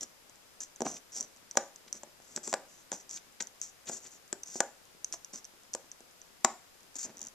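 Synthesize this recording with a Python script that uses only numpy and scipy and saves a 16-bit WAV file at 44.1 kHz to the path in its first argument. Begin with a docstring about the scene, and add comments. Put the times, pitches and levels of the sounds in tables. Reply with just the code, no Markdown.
"""A bright tick and a short scrape, close by: a child pushes a stiff puzzle strip in among others on foam.
Edges tick, scrape and stutter on each other while the underside rubs dully over the mat.
Now and then a strip snaps down with a short knock, its modes damped by the foam.
The hand scatters the treble and a small, quiet room echoes over a faint hiss.
Two microphone ports ring in the treble, each at its own pitch, giving every click a bright edge."""
import sys
import numpy as np
from scipy import signal
from scipy.fft import rfft, irfft
from scipy.io import wavfile

SR = 44100
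rng = np.random.default_rng(int(sys.argv[2]) if len(sys.argv) > 2 else 0)


def wrap_up_sound(samples):
    """Save the sound to the file named by the first command line argument, as 16-bit audio."""
    columns = np.atleast_2d(samples).T
    # keep every value between -1 and 1, then stretch to whole-number steps
    tamed = np.clip(columns, -1, 1)
    steps = np.round(tamed * 32767).astype(np.int16)
    wavfile.write(sys.argv[1], SR, steps)


N = 323694
TIME, HZ = np.arange(N) / SR, np.fft.rfftfreq(N, 1 / SR)


def amp(db):
    """dB to gain."""
    return 10 ** (np.asarray(db) / 20)


def unit(x):
    """Scale to energy 1."""
    return x / np.sqrt(np.sum(x ** 2) + 1e-20)


def read(points, hz):
    """Interpolate on a log-frequency axis."""
    f, value = np.transpose(points)
    return np.interp(np.log(hz + 1), np.log(f), value)


def add(mix, start_s, sound):
    """Mix in at start_s."""
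    part = mix[max(round(start_s * SR), 0):][:len(sound)]
    part += sound[:len(part)]


def colour(x, points, size=4096):
    """Minimum-phase filter with the given spectrum."""
    log_gain = np.log(amp(read(points, abs(np.fft.fftfreq(size, 1 / SR)))))
    response = np.exp(np.conj(signal.hilbert(log_gain)))
    taps = np.fft.ifft(response).real[:size // 2]
    return signal.oaconvolve(x, taps)[:N]


def low_pass(x, hz, size=401):
    """Steep stereo low-pass."""
    taps = signal.firwin(size, hz, window=("kaiser", 8), fs=SR)
    return signal.oaconvolve(x, taps[None], "same")


def resonate(x, hz, width_hz):
    """Moving resonance of gain 1: shift hz to zero, smooth, shift back."""
    turn = np.exp(2j * np.pi * np.cumsum(hz * np.ones(len(x))) / SR)
    pole = np.exp(-np.pi * width_hz / SR)
    return 2 * (turn * signal.lfilter([1 - pole], [1, -pole], x / turn)).real


def stroke(start_s, length_s, release_s, swell_db=0, attack_s=0.004):
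    """Envelope of one push: attack, steady swell or fade, release."""
    t = TIME - start_s
    attack = np.clip(t / attack_s + 0.5, 0, 1)
    swell = amp(swell_db * (np.clip(t / length_s, 0, 1) - 0.5))
    release = np.exp(-np.clip((t - length_s) / release_s, 0, 20))
    return attack * swell * release


def friction(grains_per_s, spread_db, flutter_db, flutter_s):
    """Tiny slips of uneven size, in clumps; rms 1."""
    sizes = amp(spread_db * np.minimum(rng.exponential(1, N), 4)) * rng.standard_normal(N)
    slips = sizes * (rng.random(N) < grains_per_s / SR)
    knots_s = np.arange(0, TIME[-1], flutter_s)
    flutter = np.interp(TIME, knots_s, rng.standard_normal(N)[:len(knots_s)])
    slips *= amp(flutter_db * flutter)
    return slips / slips.std()


def contact(hz, chatter, decay_s, ring, width_hz, size=512):
    """Rough edges hit and chatter; the corner rings at hz. Returns start offset/s and sound."""
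    t = (np.arange(size) - size // 2) / SR
    grit = unit(rng.standard_normal(size) * np.exp(np.minimum(t * 2, -t) / decay_s))
    push = signal.unit_impulse(size, "mid") + chatter * grit
    sound = push + ring * resonate(resonate(push, hz, width_hz), hz, width_hz)
    bright_part = resonate(sound, hz, 2 * width_hz)
    return t[0], sound / np.linalg.norm(bright_part)


# room air and microphone hiss, left and right: f/Hz, density/(dB per Hz)
HISS_SPECTRA = [
    [(20, -99), (250, -93), (520, -92.5), (1200, -94.5), (4600, -101), (5000, -99), (5500, -102),
     (7200, -99), (8500, -104), (14000, -106)],
    [(20, -92.5), (300, -103), (520, -95), (800, -101), (4700, -102), (5000, -94.5), (5350, -102),
     (6050, -100), (7200, -105), (14000, -106)],
]


def background(cutoff_hz=14150):
    """Faint steady hiss, independent per channel."""
    hiss = [irfft(rfft(rng.standard_normal(N)) * amp(read(side, HZ)), N) for side in HISS_SPECTRA]
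    return low_pass(np.array(hiss) * np.sqrt(SR / 2), cutoff_hz)


# echo decay: f/Hz, t60/s
ROOM_DECAY = [(500, 0.2949), (7000, 0.32), (14000, 0.3)]
# echo strength: f/Hz, level/dB
ROOM_SPECTRUM = [(100, -12), (250, -10), (600, -6.5), (1100, -11), (2000, -12.5), (7000, -17)]


def room(x, delay_s=0.00429, build_s=0.0011, apart_hz=4500, size=22050):
    """Small furnished room; the close ports share low echoes and hear different treble."""
    hz, t, bins = signal.stft(rng.standard_normal((2, size)), SR, nperseg=256)
    coherence = np.exp(-(hz[:, None] / apart_hz) ** 2)
    bins[1] = coherence * bins[0] + np.sqrt(1 - coherence ** 2) * bins[1]
    decay_per_s = np.log(1000) / read(ROOM_DECAY, hz)[:, None]
    gain = np.sqrt(2 * decay_per_s / SR) * amp(read(ROOM_SPECTRUM, hz))[:, None]
    bins *= gain * np.exp(-decay_per_s * t)
    tail = signal.istft(bins, SR, nperseg=256)[1][:, :size]
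    tail *= np.clip((np.arange(size) / SR - delay_s) / build_s, 0, 1)
    return signal.fftconvolve(x[None], tail, axes=1)[:, :N]


def hand_scatter(x, gain_db=-9, above_hz=3500, decay_s=0.0041, size=256):
    """Fingers and mat scatter the treble differently toward each port."""
    paths = rng.standard_normal((2, size)) * np.exp(-np.arange(size) / SR / decay_s)
    paths = np.array([unit(path) for path in paths]) * amp(gain_db)
    paths = signal.lfilter(*signal.butter(2, above_hz, "high", fs=SR), paths)
    return signal.oaconvolve(x[None], paths, axes=1)[:, :N]


def fidgets(per_s=7, tap_db=-22, tick_db=-44):
    """Faint finger taps on the mat and brushing edges, at random throughout."""
    taps, ticks = (rng.random((2, N)) < per_s / SR) * (2 * rng.random((2, N)) - 1)
    return colour(amp(tap_db) * taps, RUB_SPECTRUM) + colour(amp(tick_db) * ticks, EDGE_SPECTRUM)


def stutter(start_s=7.172, end_s=7.29, slip_s=0.0112, jitter_s=0.001, gain_db=-42, spread_db=2.5):
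    """An edge sticks and slips in a quick, uneven run of ticks."""
    out = np.zeros(N)
    for at_s in np.arange(start_s, end_s, slip_s):
        late, strength = rng.standard_normal(2)
        offset_s, tick = contact(hz=6200, chatter=0.3, decay_s=0.001, ring=2.2, width_hz=1600)
        add(out, at_s + offset_s + jitter_s * late, amp(gain_db + spread_db * strength) * tick)
    return colour(out, EDGE_SPECTRUM)


# edge digging in: t/s, length/s, relative level/dB
EDGE_BITES = [(0.964, 0.0068, -53), (1.878, 0.0046, -54), (3.171, .01, -51), (3.403, 0.0055, -37.5),
              (3.871, 0.017, -49.5), (4.051, 0.017, -58), (5.125, .018, -56)]
# bite colour: f/Hz, level/dB
BITE_SPECTRUM = [(200, -25), (1200, -11), (2500, -0.5), (4000, -5.5), (6000, -21.5), (14000, -25)]


def bites(gain_db=9, release_s=0.003):
    """A rough edge digs in: coarse slips, gritty midrange."""
    force = sum(amp(db + gain_db) * stroke(at_s, length_s, release_s)
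                for at_s, length_s, db in EDGE_BITES)
    grit = friction(grains_per_s=5500, spread_db=2, flutter_db=0, flutter_s=0.003)
    return colour(force * grit, BITE_SPECTRUM)


# sliding strip: t/s, length/s, relative scrape level/dB, relative rub level/dB, swell/dB
SLIDE_STROKES = [(0.008, 0.027, -43, -55.5, 2), (0.605, 0.04, -44.5, -63.5, -10.5),
                 (0.848, 0.017, -44, -42, 7), (0.871, 0.11, -47.5, -56.5, -8.5), (1.12, 0.024, -49, -68, 6),
                 (1.15, 0.034, -40, -55, 0.5), (1.19, 0.054, -50.5, -56, -3),
                 (1.935, 0.039, -51.5, -62.5, 2), (2.23, 0.13, -61.5, -69, 12),
                 (2.361, 0.013, -44.5, -51.5, 1), (2.431, 0.084, -44.5, -60, -1.5),
                 (2.684, .14, -62.5, -74, -1), (2.925, .028, -43.5, -50.5, -4),
                 (2.953, 0.07, -57.5, -78, 0), (3.098, 0.074, -45, -66, 4), (3.404, .02, -40.5, -51, -8),
                 (3.621, 0.08, -50, -74, -14.5), (3.855, .04, -47.5, -57, 21.5),
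                 (3.913, 0.069, -44, -57, -5), (4.0, 0.074, -54.5, -65, 15.5), (4.105, 0.062, -58, -77, 0),
                 (4.457, 0.13, -47.5, -67.5, 10.5), (5.13, 0.01, -36.5, -55, 1.5),
                 (5.331, 0.057, -46.5, -62.5, -3), (6.955, 0.017, -42.5, -59, -3),
                 (6.984, .068, -39.5, -68, 4)]
# hand shoving or settling on foam: t/s, length/s, relative level/dB
HAND_SHOVES = [(1.942, 0.0084, -58.5), (2.473, .015, -55), (5.335, 0.0069, -52.5), (7.046, .06, -53),
               (7.149, .12, -61.5)]
# edge sliding on edge: f/Hz, level/dB
SCRAPE_SPECTRUM = [(50, -34.5), (500, -9), (1500, 1), (4000, -4), (13500, -3.5), (15000, -17)]
# rub on foam: f/Hz, level/dB
RUB_SPECTRUM = [(40, -26), (110, -9), (220, 5), (550, -0.5), (1200, -8.5), (3000, -16.5), (8000, -44.5)]


def slides(scrape_db=-13, rub_db=12, shove_db=12, ring=1.3, scrape_release_s=0.0082, rub_release_s=0.0085):
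    """Edges scrape brightly, ringing the ticking corner; underside and hand rub dully on foam."""
    scrape_force, rub_force = np.zeros((2, N))
    for at_s, length_s, edge_db, mat_db, swell_db in SLIDE_STROKES:
        scrape_force += amp(edge_db + scrape_db) * stroke(at_s, length_s, scrape_release_s, swell_db)
        rub_force += amp(mat_db + rub_db) * stroke(at_s, length_s, rub_release_s, swell_db)
    for at_s, length_s, db in HAND_SHOVES:
        rub_force += amp(db + shove_db) * stroke(at_s, length_s, rub_release_s)
    scrape = friction(grains_per_s=8000, spread_db=2.5, flutter_db=2, flutter_s=0.0044)
    scrape += ring * resonate(scrape, corner_hz(TIME), width_hz=1300)
    rub = friction(grains_per_s=4000, spread_db=1.5, flutter_db=1.5, flutter_s=0.01)
    return colour(scrape * scrape_force, SCRAPE_SPECTRUM) + colour(rub * rub_force, RUB_SPECTRUM)


# edge ticks: t/s, relative level/dB, f/Hz
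EDGE_TICKS = [(0.0102, -25.5, 6150), (0.2966, -42.5, 6650), (0.605, -29, 6600), (0.7607, -37, 6540),
              (0.9138, -34, 6140), (1.2024, -29, 5900), (1.209, -19, 5860), (1.2275, -28.5, 5860),
              (1.512, -28, 5850), (1.5759, -20.5, 5900), (1.76, -35.5, 6960), (1.9279, -20.5, 5940),
              (2.363, -18.5, 7630), (3.0939, -33, 5800), (3.1114, -29, 6260), (3.4236, -24.5, 6760),
              (3.4712, -32.5, 6100), (3.6157, -22, 6100), (3.8908, -29, 7200), (4.4341, -27, 6100),
              (5.0455, -19, 5980), (5.1258, -21.5, 5900), (5.247, -29, 5930), (5.3358, -34, 5960),
              (5.445, -33.5, 5980), (5.452, -33.5, 5800), (5.7348, -26, 6010), (5.7392, -21, 5800),
              (5.9165, -30.5, 6110), (6.2167, -37, 6030), (6.9563, -32, 6900), (7.216, -28, 6240),
              (7.2696, -30.5, 6300)]
# edge contact colour: f/Hz, level/dB
EDGE_SPECTRUM = [(50, -22.5), (200, -3), (3000, -1), (6000, -2.5), (9000, 0.5), (16000, -6)]


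def edge_ticks(gain_db=-5):
    """Edges catch and slip; each slip rings a corner."""
    out = np.zeros(N)
    for at_s, db, hz in EDGE_TICKS:
        offset_s, tick = contact(hz, chatter=0.54, decay_s=0.001066, ring=1.66, width_hz=1500)
        add(out, at_s + offset_s, amp(db + gain_db) * tick)
    return colour(out, EDGE_SPECTRUM)


def corner_hz(at_s):
    """Corner pitch, gliding from tick to tick."""
    tick_s, _, tick_hz = np.transpose(EDGE_TICKS)
    return np.interp(at_s, tick_s, tick_hz)


# strip on foam, before grip and strike position: f/Hz, relative level/dB, t60/s
STRIP_MODES = [(243.59, -6.5, 0.038), (385, 3.5, 0.023), (552.6, 2.5, 0.028), (668, 0, 0.016),
               (795, 0.5, 0.024), (928, -4, 0.017), (1191, 5, 0.022), (1478, 12, 0.011053),
               (1680, -6.5, 0.037), (2400, -11, 0.00776), (3050, -2, 0.0042)]
# mode row bounds: thud start, ring start, clack start, end
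FAMILY_BOUNDS = [0, 2, 6, 11]
# strips knocking together: t/s, relative level/dB of thud, ring, clack and click, grip pitch factor
BLOWS = [(0.0316, -56, -61, -55.5, -31.5, 1), (0.8064, -33, -35, -47.5, -36, 0.96),
         (0.8195, -29, -28, -49, -28.5, .83), (0.8551, -42, -39, -57, -45, 0.83),
         (0.8668, -42.5, -31.5, -47, -51, 1.32), (1.555, -57, -43.5, -59, -47, 0.97),
         (1.5723, -33, -21.5, -24.5, -14.5, 1.01), (2.034, -51, -44, -57, -39.5, 1.07),
         (2.2013, -59.5, -55, -64.5, -58, 0.88), (2.3756, -41.5, -42, -42.5, -50, 1.05),
         (2.477, -39.5, -43, -52.5, -29, 1.1), (2.529, -40, -30, -39.5, -29.5, 1.28),
         (2.5396, -38.5, -26.5, -30, -21, 1.006), (2.9184, -40.5, -38.5, -43, -26.5, 0.94),
         (2.928, -43, -38.5, -48, -39, 1.03), (3.4057, -46.5, -47.5, -38, -48, 1.66),
         (3.897, -40, -37.5, -45.5, -48, 0.866), (4.3283, -37.5, -40, -40.5, -25, 1.1),
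         (4.5569, -37.5, -41.5, -60, -42, .874), (4.6049, -35.5, -24, -26.5, -17.5, 1),
         (5.14, -70, -45.5, -55, -43, 1.25), (5.7497, -49, -35.5, -44, -27, 0.96),
         (6.006, -57, -55, -71, -48.5, 0.78), (6.4475, -27.5, -18.5, -24.5, -12.5, 1.4)]


def knocks(thud_db=22, ring_db=23, clack_db=23, place_db=2, cutoff_ratio=1.52, size=4096):
    """A blow thuds on the mat and rings the strip; where it lands shifts each mode's share."""
    out, t = np.zeros(N), np.arange(size) / SR
    hz, db, t60_s = np.transpose(STRIP_MODES)[:, :, None]
    places = rng.standard_normal((len(BLOWS), len(STRIP_MODES), 1))
    for (at_s, thud, ring, clack, _, grip), place in zip(BLOWS, places):
        fade = amp(db + place_db * place) * np.exp(-np.log(1000) * t / t60_s)
        # a firm grip raises the strip's low modes most and leaves the mat alone
        families = [(thud + thud_db, 1), (ring + ring_db, grip), (clack + clack_db, np.sqrt(grip))]
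        for k, (level_db, pitch) in enumerate(families):
            rows = slice(FAMILY_BOUNDS[k], FAMILY_BOUNDS[k + 1])
            mode_hz = pitch * hz[rows]
            modes = (fade[rows] * np.cos(2 * np.pi * mode_hz * t)).sum(0)
            # foam softens the onset
            cushion = signal.butter(2, min(cutoff_ratio * mode_hz.mean(), SR / 4), fs=SR)
            add(out, at_s, -amp(level_db) * unit(signal.lfilter(*cushion, modes)))
    # a small strip radiates little bass
    return colour(out, [(30, -17), (120, -11), (260, 1)])


def snaps(gain_db=2.5, edge_hz=7600, corner_share=0.3):
    """Each blow opens with a click of stiff edge and corner; harder ones chatter longer."""
    out = np.zeros(N)
    for at_s, _, _, _, click_db, _ in BLOWS:
        hz = edge_hz + corner_share * (corner_hz(at_s) - edge_hz)
        decay_s = 0.00088 + 0.0058 * amp(click_db)
        offset_s, click = contact(hz, chatter=1.3, decay_s=decay_s, ring=1.4, width_hz=2300)
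        add(out, at_s + offset_s, amp(click_db + gain_db) * click)
    return colour(out, EDGE_SPECTRUM)


def scene(positions=5):
    """Strips, hand scatter and room echo; the paths crossfade as the hand moves."""
    strips = edge_ticks() + snaps() + knocks() + slides() + bites() + stutter() + fidgets()
    out = np.array([strips, strips])
    step_s = TIME[-1] / (positions - 1)
    for at_s in np.linspace(0, TIME[-1], positions):
        share = np.cos(np.pi / 2 * np.minimum(abs(TIME - at_s) / step_s, 1))
        out += hand_scatter(strips * share) + room(strips * share)
    return out


# microphone port resonance, left and right: f/Hz, level/dB
PORT_RESPONSES = [
    [(3000, 0), (4500, 8.5), (5300, 16), (6200, 21), (7300, 24.5), (8000, 18), (9000, 8.5), (10500, 1),
     (14000, 1.5), (16000, -26)],
    [(3000, 0.5), (4500, 8.5), (5300, 17), (6050, 25), (6700, 16), (8300, 0), (14000, -10), (16000, -6)],
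]


def record(dry, ceiling=0.9, cutoff_hz=16300):
    """Port resonances, hiss, soft overload on the hardest snaps, band limit."""
    heard = np.array([colour(x, port) for x, port in zip(dry, PORT_RESPONSES)]) + background()
    limited = heard / (1 + (heard / ceiling) ** 4) ** 0.25
    return low_pass(limited, cutoff_hz)


dry = scene()
out = record(dry)
wrap_up_sound(out)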